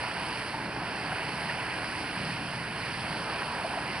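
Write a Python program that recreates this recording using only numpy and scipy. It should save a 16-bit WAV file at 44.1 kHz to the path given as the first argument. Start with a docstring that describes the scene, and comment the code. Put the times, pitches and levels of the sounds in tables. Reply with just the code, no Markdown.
"""Water rushes steadily at a river's edge: thousands of small ringing bubbles over a smooth noise wash.
Under it lie a low distant rumble of shaped noise and a faint wavering hum.
Small waves plop close by, most often in the last second, each trapping one large bubble with a splash.
A camera's two closely spaced microphone ports colour the sound, with a deep notch near 7 kHz."""
import sys
import numpy as np
from scipy import signal
from scipy.fft import rfft, irfft
from scipy.io import wavfile
from scipy.ndimage import uniform_filter1d

SR = 44100
rng = np.random.default_rng(int(sys.argv[2]) if len(sys.argv) > 2 else 0)


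def put_to_file(sound):
    """Save the sound as 16-bit audio at rate SR, in the file named by the first command-line argument."""
    columns = np.atleast_2d(sound).T  # one column per channel
    safe = np.clip(columns, -1, 1)
    whole_steps = np.round(safe * 32767)
    wavfile.write(sys.argv[1], SR, whole_steps.astype(np.int16))


N = 176400


def undb(db):
    """Decibels to gain."""
    return 10 ** (np.asarray(db) / 20)


def unit(x):
    """Scale to rms 1."""
    return x / np.sqrt(np.mean(x ** 2))


def freqs():
    """Bin frequencies in Hz, floored at 1."""
    return np.maximum(np.arange(N // 2 + 1) * SR / N, 1)


def noise_spectrum():
    """Spectrum of white noise."""
    return rfft(rng.standard_normal(N))


def over_hz(table, column=1):
    """Table column interpolated over log frequency."""
    rows = np.array(table)
    return np.interp(np.log(freqs()), np.log(rows[:, 0]), rows[:, column])


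def over_time(table, column=1):
    """Table column interpolated over time."""
    rows = np.array(table)
    return np.interp(np.arange(N) / SR, rows[:, 0], rows[:, column])


def walk(per_s):
    """Random steps, smoothed twice, rms 1."""
    hold = int(SR / per_s)
    steps = np.repeat(rng.standard_normal(400), hold)[:N + hold]
    smooth = uniform_filter1d(uniform_filter1d(steps, hold), hold)
    return unit(smooth[hold // 2:hold // 2 + N])


def add(out, start_s, sound):
    """Mix a sound in at start_s."""
    i = int(np.clip(start_s * SR, 0, N - 1))
    out[i:i + len(sound)] += sound[:N - i]


# Each row: frequency in Hz, right port's phase lead in radians, coherence from 0 to 1.
PORT_RESPONSE = [(30, .01, .996), (100, .03, .996), (250, .11, .98), (500, .16, .91), (900, .22, .96),
                 (1250, .32, .88), (1600, .35, .97), (3000, 1.08, .95), (3750, 1.45, .76), (4150, .3, .7),
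                 (4750, .89, .91), (5600, 1.7, .77), (7000, 3, .78), (7500, 2.8, .4), (7800, -.4, .45),
                 (8300, -.91, .64), (8800, -1, .82), (9500, -.88, .86), (10800, -.76, .79)]


def ports(direct, diffuse):
    """Left and right spectra at two close ports: offset in phase, with the diffuse part opposed."""
    half_lead = np.exp(.5j * over_hz(PORT_RESPONSE))
    coherence = over_hz(PORT_RESPONSE, column=2)
    mid = direct * np.sqrt((1 + coherence) / 2)
    side = diffuse * np.sqrt((1 - coherence) / 2)
    return np.array([(mid + side) / half_lead, (mid - side) * half_lead])


def bubble(hz, t60_s, rise):
    """A ringing air bubble; pitch climbs by the fraction rise as it decays."""
    t = np.arange(int(t60_s * SR) + 2) / SR
    phase = 2 * np.pi * hz * t * (1 + rise * t / t60_s / 2)
    return np.sin(phase) * np.exp(-np.log(1000) * t / t60_s)


BUBBLES_PER_S, RING_CYCLES, BUBBLES_DB = 3600, 10.1, -3.5


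def froth():
    """Near-flat spectrum of many small bubbles of all sizes over a smooth wash."""
    wash = rng.standard_normal(N)
    bubbles = np.zeros(N)
    for when, pitch, strength in rng.random((int(BUBBLES_PER_S * N / SR), 3)):
        hz = 350 * (11000 / 350) ** pitch
        scatter_db = 2.5 * min(-np.log(1 - strength), 4.5)
        ring = bubble(hz, RING_CYCLES / hz, rise=.087)
        add(bubbles, when * N / SR, hz * undb(scatter_db) * ring)
    return rfft(wash + undb(BUBBLES_DB) * unit(bubbles) / np.sqrt(2))


# Each row: frequency in Hz, relative level at the left port in dB, at the right port in dB.
RUSH_COLOUR = [(20, -60, -62), (120, -19, -21.5), (244, -10.5, -11), (420, -7, -6.5), (500, -7.5, -7),
               (727, -3.5, -3), (970, -1, -0.45), (1180, -8.5, -6), (1595, -4.7, -1.5), (2040, -9, -4),
               (2590, -7.5, -4.0), (2956, -10.5, -6), (3464, -17.5, -15.5), (3930, -17, -19),
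               (4270, -16, -11), (4770, -14, -8.5), (5450, -27, -16.5), (6150, -34, -28.5),
               (6660, -39, -49), (7500, -34, -32.5), (8260, -28.5, -28.5), (8600, -23.5, -25.0),
               (9980, -19.5, -19.5), (11240, -30, -28)]
# Each row: time in seconds, gurgle gain in dB.
GURGLE_GAIN = [(0, 1.3), (.3, 0.8), (.5, -0.8), (.7, -.2), (1.05, 0.5), (1.4, 0), (1.85, 0), (2.1, -1.5),
               (2.65, -1.7), (3, -1.3), (3.2, 1.3), (3.36, 2), (3.52, 2), (3.7, 2.5), (4, -0.7)]
# Each row: time in seconds, middle gain in dB, treble gain in dB.
MIDDLE_TREBLE_GAIN = [(0, 1.5, 1), (.13, 1, 1), (.3, -0.5, 1.3), (.43, -0.7, 1.2), (.55, -1.8, -2.5),
                      (.8, -2, -3.5), (.9, -2, -0.5), (1, 0.5, -0.3), (1.3, 1, -0.3), (1.65, 1, 0.2),
                      (2.1, 0.2, 0.2), (2.4, -1.5, 0), (2.6, -0.6, -1.3), (2.73, -1, -1.1),
                      (2.85, 2.5, 0.5), (3.05, -1.5, 0.7), (3.3, 0, 0.6), (3.65, -1.6, 0), (4, 0.5, -0.3)]
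# Brief dip of the hiss just above the notch. Each row: time in seconds, gain in dB.
HISS_DIP = [(.44, 0), (.56, 0.5), (.9, -2.5), (1, 0.5)]
GURGLE_HZ, MIDDLE_HZ, TREBLE_HZ = 1000, 1910, 4500
DIP_HZ, DIP_OCTAVES = 7960, .26
RUSH_GAIN_DB, SURGE_DB, FLICKER_DB = -34.5, .27, .8


def rush():
    """Running water: three ranges swell slowly; half-octave bands surge together and flicker alone."""
    spectrum = ports(froth(), noise_spectrum() * np.sqrt(1 + undb(BUBBLES_DB) ** 2))
    spectrum *= undb([over_hz(RUSH_COLOUR), over_hz(RUSH_COLOUR, column=2)])
    spectrum /= np.std(irfft(spectrum, N))
    ranges_db = np.array([over_time(GURGLE_GAIN), over_time(MIDDLE_TREBLE_GAIN),
                          over_time(MIDDLE_TREBLE_GAIN, column=2)])
    log_ranges = np.log([GURGLE_HZ, MIDDLE_HZ, TREBLE_HZ])
    centres_hz = 350 * 2 ** (np.arange(11) / 2)
    surge_db = SURGE_DB * walk(per_s=16)
    out = np.zeros((2, N))
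    for hz, one_band in zip(centres_hz, np.eye(len(centres_hz))):
        triangle = np.interp(np.log(freqs()), np.log(centres_hz), one_band)
        band = irfft(spectrum * triangle, N)
        shares = np.array([np.interp(np.log(hz), log_ranges, one_range) for one_range in np.eye(3)])
        dip_db = over_time(HISS_DIP) * np.exp(-.5 * (np.log2(hz / DIP_HZ) / DIP_OCTAVES) ** 2)
        flicker_db = FLICKER_DB * walk(per_s=22)
        out += band * undb(shares @ ranges_db + dip_db + surge_db + flicker_db)
    return out * undb(RUSH_GAIN_DB)


# Spectra of the rumble's three bands. Each row: frequency in Hz, relative density in dB.
BOTTOM_COLOUR = [(15, -18), (30, -12), (42, -7), (55, -3.5), (80, 2), (105, -0.5), (140, -9.5),
                 (300, -25), (1200, -48)]
BODY_COLOUR = [(15, -45), (60, -25), (100, -12), (125, -3), (153, 0.5), (182, -.5), (205, -6), (228, -3.5),
               (260, -9.5), (370, -19), (1200, -54)]
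UPPER_COLOUR = [(20, -50), (100, -29), (200, -10.5), (260, -7), (300, 1), (370, -11.5), (600, -21),
                (1200, -42)]
# Each row: time in seconds, body level in dB, upper band level in dB.
RUMBLE_SWELLS = [(0, -47.5, -55), (.2, -47, -48.5), (.45, -46.5, -53), (.6, -43, -45), (1.05, -45, -46),
                 (1.35, -43, -50), (1.65, -45.5, -53), (2.03, -45.5, -45), (2.18, -39.5, -52),
                 (2.42, -41.5, -45), (2.6, -45, -50.5), (3.15, -41.5, -49.5), (3.32, -46, -54),
                 (3.48, -42.5, -59), (3.65, -47.5, -48), (3.92, -42.5, -46), (4, -45, -56)]
BOTTOM_DB = -51.5


def rumble():
    """Distant rumble: a steady bottom under two swelling noise bands, nearly mono."""
    def band(colour):
        spectrum = ports(noise_spectrum(), noise_spectrum()) * undb(over_hz(colour))
        return unit(irfft(spectrum, N))

    bottom = band(BOTTOM_COLOUR) * undb(BOTTOM_DB)
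    body = band(BODY_COLOUR) * undb(over_time(RUMBLE_SWELLS))
    upper = band(UPPER_COLOUR) * undb(over_time(RUMBLE_SWELLS, column=2))
    return bottom + body + upper


HUM_HZ, HUM_DB = 116.9, -53


def hum():
    """A faint low tone wavering in pitch and level."""
    hz = HUM_HZ * (1 + .02 * walk(per_s=9))
    tone = np.sin(2 * np.pi * np.cumsum(hz) / SR)
    waver_db = 2.7 * walk(per_s=3.76)
    return undb(HUM_DB) * unit(tone * undb(waver_db))


# Each row: start in seconds, pitch in Hz, gain in dB, ring T60 in seconds, splash in dB re the ring.
WAVE_PLOPS = [(.036, 773, -27, .04, -9), (.542, 896, -26.5, 0.076, -11), (.825, 850, -28, 0.05, -13),
              (1.119, 1477, -26.5, .032, -9), (1.123, 720, -26, 0.037, -13),
              (1.496, 1820, -22.5, 0.023, -9), (1.509, 1450, -30, .04, -12), (1.843, 1720, -28, .03, -6),
              (3.291, 840, -22.5, 0.024, -10), (3.296, 1180, -27, .025, -6), (3.329, 850, -30, 0.033, -7),
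              (3.362, 1130, -30, 0.032, -6), (3.4165, 1540, -25, 0.028, -10),
              (3.419, 1030, -26.5, .018, -4), (3.478, 975, -28.5, .05, -7), (3.508, 1010, -28, .045, -7),
              (3.645, 650, -22.5, .058, -11), (3.772, 678, -23.5, 0.071, -10),
              (3.785, 790, -27.5, 0.05, -7)]
PLOP_ATTACK_S = .00075
SPLASH_T60_S, SPLASH_PITCH_RATIO, SPLASH_OCTAVES = .052, 1.1, .33


def plops():
    """Each small wave traps one large bubble and splashes briefly, just above the bubble's pitch."""
    out, t = np.zeros(N), np.arange(N) / SR
    attack = 1 - np.exp(-t / PLOP_ATTACK_S)
    splash_decay = np.exp(-np.log(1000) * t / SPLASH_T60_S)
    for start_s, hz, gain_db, t60_s, splash_db in WAVE_PLOPS:
        octaves = np.log2(freqs() / (hz * SPLASH_PITCH_RATIO))
        colour = np.exp(-.5 * (octaves / SPLASH_OCTAVES) ** 2)
        splash = unit(irfft(noise_spectrum() * colour, N))
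        plop = splash * undb(splash_db) * splash_decay
        add(plop, 0, bubble(hz, t60_s, rise=.06))
        add(out, start_s, undb(gain_db) * attack * plop)
    return irfft(ports(rfft(out), diffuse=0), N)


def scene():
    """Rushing water, distant rumble, hum and nearby plops."""
    return rush() + rumble() + hum() + plops()


def record(dry):
    """The camera cuts steeply above 11 kHz."""
    lowpass = signal.ellip(12, .1, 80, 11000, fs=SR, output="sos")
    return signal.sosfilt(lowpass, dry)


dry = scene()
out = record(dry)
put_to_file(out)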